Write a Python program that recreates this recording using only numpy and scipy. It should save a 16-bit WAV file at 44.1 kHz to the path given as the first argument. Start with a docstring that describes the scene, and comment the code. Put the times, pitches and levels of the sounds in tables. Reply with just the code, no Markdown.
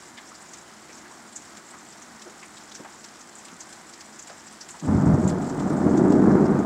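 """Steady rain, heard from inside a room close to a window. Countless far drops merge into a wash
from the yard, near ones patter and tick on the ringing glass, and a few duller drips fall from the eaves.
Near 4.8 s thunder breaks with a deep clap, sags, then swells into a brighter roll: shock fronts from
all along the lightning channel pile up and set the window and the room booming."""
import sys
import numpy as np
from scipy import signal
from scipy.fft import rfft, irfft
from scipy.io import wavfile
from scipy.ndimage import uniform_filter1d

SR = 44100
rng = np.random.default_rng(int(sys.argv[2]) if len(sys.argv) > 2 else 0)


def waveform_to_disk(signal):
    """Save audio, clipped to [-1, 1], as 16-bit WAV at the path in sys.argv[1]."""
    frames = np.transpose(np.atleast_2d(signal))
    scaled = np.clip(frames, -1, 1) * 32767
    samples = np.round(scaled).astype(np.int16)
    wavfile.write(sys.argv[1], SR, samples)


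N = 293529
TIME = np.arange(N) / SR

# Tone of the far wash: frequency_hz, level_db
WASH_EQ = [(25, -26), (60, -11), (130, -7.5), (190, -3), (220, -4.5), (330, -2.5), (510, -8), (700, -2.5),
           (1500, -4), (2050, -7.5), (2700, -15), (7500, -13.5), (11000, -27), (15500, -34.5)]
# The room booming softly under the rain: pitch_hz, width_hz, lift_db
RAIN_ROOM_MODES = [(120.5, 5.7, -2.5), (165, 14, 2), (215.6, 4.9, 13), (241.6, 4.3, 11), (306, 24, 5.5),
                   (350, 25, 4.5)]
# The patter swelling and easing: time_s, level_db
PATTER_FADER = [(0, -54.5), (1.5, -55), (2.2, -56), (3.4, -53.5), (4.1, -54.5), (4.7, -53), (6.15, -54),
                (6.66, -60)]
# Tone of the patter: frequency_hz, level_db
PATTER_EQ = [(1500, -24), (3000, -4), (4000, -14.5), (5200, -4), (6300, -5), (7000, 0), (7700, 0),
             (8600, -7), (10000, -20), (13000, -27), (16000, -38)]
# The glass ringing under each tick: pitch_hz, width_hz, lift_db
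GLASS_MODES = [(5050, 340, 1.5), (5650, 130, 3), (6000, 170, 1), (7060, 150, 2), (7600, 170, 3.5),
               (7850, 110, 2)]
# The largest drops on the glass: start_s, level_db, pitch_hz, splash_share_db
GLASS_DROPS = [(.177, -32.5, 3400, -2), (.345, -41, 4560, -3), (.419, -38, 8000, -12),
               (.535, -30.5, 6150, 1), (.575, -43, 7000, 9), (.928, -37, 5660, -6),
               (1.36, -25.5, 6800, -22), (1.57, -35.5, 7040, 3), (2.021, -36, 6150, -3),
               (2.219, -33.5, 7360, 12), (2.57, -35.5, 3470, 3), (2.717, -34, 3740, 3),
               (2.75, -28, 5600, 2), (3.042, -33, 5540, 12), (3.209, -36, 6060, -3),
               (3.353, -35.5, 7560, -18), (3.384, -36, 7060, -11), (3.451, -33.5, 7300, 2),
               (3.483, -38, 3170, 4), (3.605, -30.5, 6200, -8), (3.726, -32.5, 7260, 2),
               (3.892, -36, 7490, -1), (3.935, -37, 4520, 9), (4.008, -35, 5130, 13),
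               (4.192, -30.5, 6300, -5), (4.224, -35, 6900, -22), (4.273, -34, 7200, 1),
               (4.467, -36, 7350, -2), (4.611, -29, 5200, -4), (4.687, -31, 7160, 0),
               (4.706, -30, 7150, -19), (4.797, -32.5, 6200, 7), (5.277, -25.5, 6970, -6.5),
               (5.294, -32, 7300, 12), (5.453, -43, 5000, 16), (5.494, -34.5, 6600, 1),
               (5.596, -34.5, 7000, 8), (5.7, -40, 8500, 4), (5.973, -31, 6300, 0),
               (6.121, -32.5, 7460, 11)]
# Tone of one splash: frequency_hz, level_db
SPLASH_EQ = [(500, -37), (1500, 0), (3000, -2.5), (5000, 1.5), (7700, 1.5), (9000, -16.5), (12000, -14),
             (16000, -24)]
# Heavy drips on sill and ground: start_s, level_db, pitch_hz, slap_share_db
EAVES_DRIPS = [(.174, -35.5, 1850, -7), (.317, -37, 1200, -7), (.891, -40, 390, -9),
               (.893, -40.5, 2090, -18), (1.05, -39.5, 1580, -13), (1.105, -37, 960, -18),
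               (1.737, -35.5, 1190, -18), (2.261, -34.5, 405, -9), (2.427, -34.5, 2060, -6),
               (2.794, -31.5, 275, -10), (2.847, -32, 824, -2), (2.939, -41, 955, -18),
               (3.52, -37, 168, -4), (4.297, -33.5, 660, -1.5), (4.742, -36.5, 972, -14)]
# Force of the thunder, a clap, a sag and a longer swell: time_s, level_db
THUNDER_FORCE = [(4.78, -34.5), (4.888, -22.5), (5.05, -22.5), (5.09, -19), (5.2, -22), (5.26, -21.5),
                 (5.3, -23.5), (5.53, -29), (5.64, -23), (5.81, -21.5), (5.88, -17), (6.06, -16.5),
                 (6.3, -14.5), (6.57, -18.5), (6.66, -23.5)]
# Its pressure waves, long in the clap and short in the swell: time_s, length_s
FRONT_LENGTHS = [(4.9, 0.0087), (5.25, 0.0058), (5.75, .0055), (6.08, 0.0038), (6.6, 0.0047)]
# Low end of the thunder behind the glass: frequency_hz, level_db
RUMBLE_EQ = [(15, -55), (30, -36), (44, 8), (60, -1), (90, 12), (120, 9.5), (170, -4), (300, -47),
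             (1000, -80)]
# Its rolling body: frequency_hz, level_db
ROLL_EQ = [(60, -26.5), (110, -21.5), (140, -10), (190, 1), (260, 2.5), (330, -5), (400, -8.5),
           (470, -19.5), (700, -23.5), (1500, -81), (4000, -100)]
# Its tearing edge: frequency_hz, level_db
CRACKLE_EQ = [(250, -21), (430, 1), (560, -3.5), (650, 0.5), (850, 0), (1050, -4.5), (1400, -7.5),
              (1700, -13), (2100, -20.5), (2500, -31), (3500, -52), (8000, -103)]
# Boom of window and room: pitch_hz, width_hz, lift_db
ROOM_MODES = [(46.3, 4.4, 3), (90.5, 3.2, 10.5), (142.7, 18.5, 8), (158.4, 18, 2), (190.1, 5, 6),
              (236, 72, -0.5), (310, 48, 4.5), (372.4, 26.6, 7.5), (478, 46, 5.5), (607, 22, 8),
              (690, 18, 2), (1214, 4.6, 9.5)]
# The strongest shock fronts: start_s, level_db
SHOCK_FRONTS = [(4.884, -14), (4.952, -12), (5.023, -21), (5.067, -8), (5.087, -11), (5.137, -5.5),
                (5.249, -9.5), (5.329, -18), (5.581, -19), (5.861, -9), (6.052, -5), (6.192, -10),
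                (6.282, -5), (6.295, -12), (6.352, -5), (6.55, -13)]

TOUCH_LEAD_S = .006   # a drop touches lightly this long before its main hit
USUAL_FRONT_S, USUAL_FORCE_DB = 0.0047, -20   # the thunder's tone is balanced around these


def from_db(db):
    """Decibels to gain."""
    return 10 ** (np.asarray(db) / 20)


def rms_one(x):
    """Scale to unit rms."""
    return x / np.sqrt(np.mean(x ** 2) + 1e-20)


def peak_one(x):
    """Scale to unit peak."""
    return x / np.abs(x).max()


def curve(rows, s=TIME):
    """Value of an automation curve at time s."""
    return np.interp(s, *np.transpose(rows))


def add(out, s, sound):
    """Mix a sound in at time s."""
    start = max(0, round(s * SR))
    out[start:start + len(sound)] += sound[:N - start]


def colour(x, spectrum, size=8192):
    """Causal (minimum-phase) EQ with the given spectrum."""
    hz, db = np.transpose(spectrum)
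    grid_hz = np.maximum(np.arange(size // 2 + 1) * SR / size, 1)
    gain = from_db(np.interp(np.log(grid_hz), np.log(hz), db))
    cepstrum = irfft(np.log(gain))
    fold = np.r_[1, np.full(size // 2 - 1, 2), 1, np.zeros(size // 2 - 1)]
    impulse = irfft(np.exp(rfft(cepstrum * fold)))
    return signal.fftconvolve(x, impulse)[:len(x)]


def resonate(x, hz, width_hz):
    """One resonance with gain 1 at its top."""
    r = np.exp(-np.pi * width_hz / SR)
    feedback = [1, -2 * r * np.cos(2 * np.pi * hz / SR), r * r]
    return signal.lfilter(np.array([1, 0, -1]) * (1 - r * r) / 2, feedback, x + 1e-18)


def body(x, modes):
    """A pane or a room lifts its own resonances."""
    return x + sum((from_db(db) - 1) * resonate(x, hz, width) for hz, width, db in modes)


def impacts(per_s, spread_db):
    """Clicks at random moments: many small, a few large."""
    sizes = from_db(spread_db * np.minimum(rng.exponential(1, N), 3.5))
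    signs = rng.choice([-1, 1], N)
    return sizes * signs * (rng.random(N) < per_s / SR)


def linger(power, t60_s):
    """Energy that dies away by 60 dB in t60_s."""
    return signal.lfilter([1], [1, -from_db(-120 / (t60_s * SR))], power + 1e-18)


def yard_wash(flutter_db=.5, flutter_per_s=24):
    """Countless far drops merge into a soft, faintly fluttering rush that comes through the pane."""
    rush = colour(impacts(per_s=9000, spread_db=2.0), WASH_EQ)
    knots = rng.standard_normal(N // 100)
    flutter = np.interp(TIME * flutter_per_s, np.arange(len(knots)), knots)
    return rms_one(body(rush, RAIN_ROOM_MODES)) * from_db(flutter_db * flutter)


def pane_patter(bands=14):
    """Small drops land on the pane, each a short spray in one of several treble bands."""
    clicks = impacts(per_s=300, spread_db=2.0)
    click_band = rng.integers(0, bands, N)
    out = 0
    for band, hz in enumerate(np.linspace(3300, 10000, bands)):
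        landing = linger((clicks * (click_band == band)) ** 2, t60_s=.008)
        room_tail = .05 * linger(landing, t60_s=.12)
        power = linger(landing, t60_s=.04) + room_tail
        spray = np.sqrt(power) * rng.standard_normal(N)
        out = out + resonate(spray, hz, width_hz=1300)
    return rms_one(body(colour(out, PATTER_EQ), GLASS_MODES))


def splat(rise_s, t60_s, tail_db, tail_t60_s):
    """A drop lands as two light touches, a hit and a rebound; each dies fast and leaves a room tail."""
    rebound_s = TOUCH_LEAD_S + rng.uniform(0.004, 0.0069)
    envelope = 0
    for lag_s, share in [(0, .3), (TOUCH_LEAD_S / 2, .35), (TOUCH_LEAD_S, 1), (rebound_s, .5)]:
        t = np.maximum(TIME[:8192] - lag_s, 0)
        attack = 1 - np.exp(-t / rise_s)
        decay = from_db(-60 * t / t60_s) + from_db(tail_db - 60 * t / tail_t60_s)
        envelope = envelope + share * attack * decay
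    return rng.standard_normal(len(envelope)) * envelope


def ring(hit, hz, width_hz):
    """Two passes through one resonance give a noisy hit its pitch, at unit rms."""
    return rms_one(resonate(resonate(hit, hz, width_hz), hz, width_hz))


def stray_drops(per_s=8, level_db=-40.5, spread_db=1.5, pitch_hz=6600, spread_hz=950, splash_db=-2):
    """Middling drops land at random, scattered about one level and pitch; rows as in GLASS_DROPS."""
    times = np.flatnonzero(rng.random(N) < per_s / SR) / SR
    scatter = np.clip(rng.standard_normal((len(times), 2)), -2, 2)
    return [(s, level_db + spread_db * louder, pitch_hz + spread_hz * higher, splash_db)
            for s, (louder, higher) in zip(times, scatter)]


def glass_drops():
    """Large and middling drops hit the glass: a pitched tick within a broad splash."""
    out = np.zeros(N)
    for s, db, hz, splash_db in [*GLASS_DROPS, *stray_drops()]:
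        hit = splat(rise_s=0.0027, t60_s=0.015, tail_db=-17.5, tail_t60_s=0.096)
        tick = ring(hit, hz, width_hz=1800)
        splash = rms_one(colour(hit, SPLASH_EQ, size=512))
        add(out, s - TOUCH_LEAD_S, from_db(db) * peak_one(tick + from_db(splash_db) * splash))
    # little of the highest treble gets in past the sash
    sash = signal.butter(2, 11000, fs=SR, output="sos")
    return signal.sosfilt(sash, body(out, GLASS_MODES))


def eaves_drips():
    """Gathered water falls from the eaves with a hollow tap and a wet slap."""
    out = np.zeros(N)
    for s, db, hz, slap_db in EAVES_DRIPS:
        t60_s = 0.058 * (hz / 1000) ** -0.26   # higher drips die sooner
        hit = splat(rise_s=0.0012, t60_s=t60_s, tail_db=-11.5, tail_t60_s=0.2)
        tap = ring(hit, hz, width_hz=113 + 0.31 * hz)
        slap = ring(hit, hz=1160, width_hz=690)
        add(out, s - TOUCH_LEAD_S, from_db(db) * peak_one(tap + from_db(slap_db) * slap))
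    return out


def shock_train(spectrum, per_s, spread_db, even_s):
    """Fronts from all along the lightning channel pile up and ring the room; unit level over even_s."""
    sound = body(colour(impacts(per_s, spread_db), spectrum), ROOM_MODES)
    window = int(even_s * SR)
    power = uniform_filter1d(uniform_filter1d(sound ** 2, window), window)
    return sound / np.sqrt(np.abs(power) + 1e-20)


def thunder_roll(force_db, octaves_longer, db_per_octave=14.5):
    """The body of the thunder: shorter fronts move its weight upwards."""
    roll = from_db(force_db) * shock_train(ROLL_EQ, per_s=700, spread_db=3.0, even_s=0.059)
    tilt_db = -db_per_octave * octaves_longer
    upper = (from_db(tilt_db) - 1) * resonate(roll, hz=387, width_hz=180)
    lower = (from_db(-.7 * tilt_db) - 1) * resonate(roll, hz=163, width_hz=64)
    return roll + upper + lower


def thunder_crackle(force_db, bed_db=-30, follow=0.58, burst_share_db=-23.5):
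    """A tearing edge partly follows the force, and each strong front drags a burst of it behind."""
    bed = from_db(bed_db + follow * (force_db - USUAL_FORCE_DB))
    front_power = np.zeros(N)
    for s, db in SHOCK_FRONTS:
        front_power[round(s * SR)] = from_db(db + burst_share_db) ** 2
    bursts = np.sqrt(linger(front_power, t60_s=0.35))
    tearing = shock_train(CRACKLE_EQ, per_s=1500, spread_db=3.0, even_s=.05)
    return np.hypot(bed, bursts) * tearing


def thunder_rumble(force_db, octaves_longer, share_db=-18.5, db_per_octave=14.5):
    """The low end comes in with the main clap; longer fronts carry more of it."""
    start_s, rise_s = 4.84, 0.061
    fade_in = np.clip((TIME - start_s) / rise_s, 0, 1)
    gain = from_db(force_db + share_db + db_per_octave * octaves_longer)
    return fade_in * gain * shock_train(RUMBLE_EQ, per_s=350, spread_db=0.0, even_s=0.039)


def thunder_claps():
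    """Single N-shaped pressure waves, rounded by distance, shake the pane."""
    out = np.zeros(N)
    t = TIME[:SR // 5]
    distance = signal.butter(4, 1100, fs=SR, output="sos")
    for s, db in SHOCK_FRONTS:
        length_s = curve(FRONT_LENGTHS, s)
        wave = (1 - 2 * t / length_s) * (t < length_s)
        dull = signal.sosfilt(distance, wave)
        # a longer wave swings the pane at a lower pitch
        swing = resonate(dull, hz=1.11 / length_s, width_hz=150)
        add(out, s, from_db(db) * peak_one(swing + 0.075 * dull))
    return body(out, ROOM_MODES)


def thunder():
    """Rumble, roll and crackle ride one force under the claps; front length sets how deep it sounds."""
    force_db = curve(THUNDER_FORCE)
    octaves_longer = np.log2(curve(FRONT_LENGTHS) / USUAL_FRONT_S)
    # a small first front runs just ahead of the main clap
    arrival_db = np.interp(TIME, [4.78, 4.822, 4.836, 4.865, 4.885], [-88, -15, -5.0, -7, -1.0])
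    rumble = thunder_rumble(force_db, octaves_longer)
    roll = thunder_roll(force_db, octaves_longer)
    crackle = thunder_crackle(force_db)
    return from_db(arrival_db) * (rumble + roll + crackle + from_db(-6.5) * thunder_claps())


def scene():
    """A mono bed of rain throughout, with thunder over its last two seconds."""
    wash = from_db(-47.5) * yard_wash()
    patter = from_db(curve(PATTER_FADER)) * pane_patter()
    return (wash + patter + glass_drops() + eaves_drips() + thunder())[None]


def record(dry):
    """A steep high cut takes off the very top."""
    cutoff_hz = 15750
    return signal.sosfilt(signal.ellip(10, .1, 80, cutoff_hz, fs=SR, output="sos"), dry)


dry = scene()
out = record(dry)
waveform_to_disk(out)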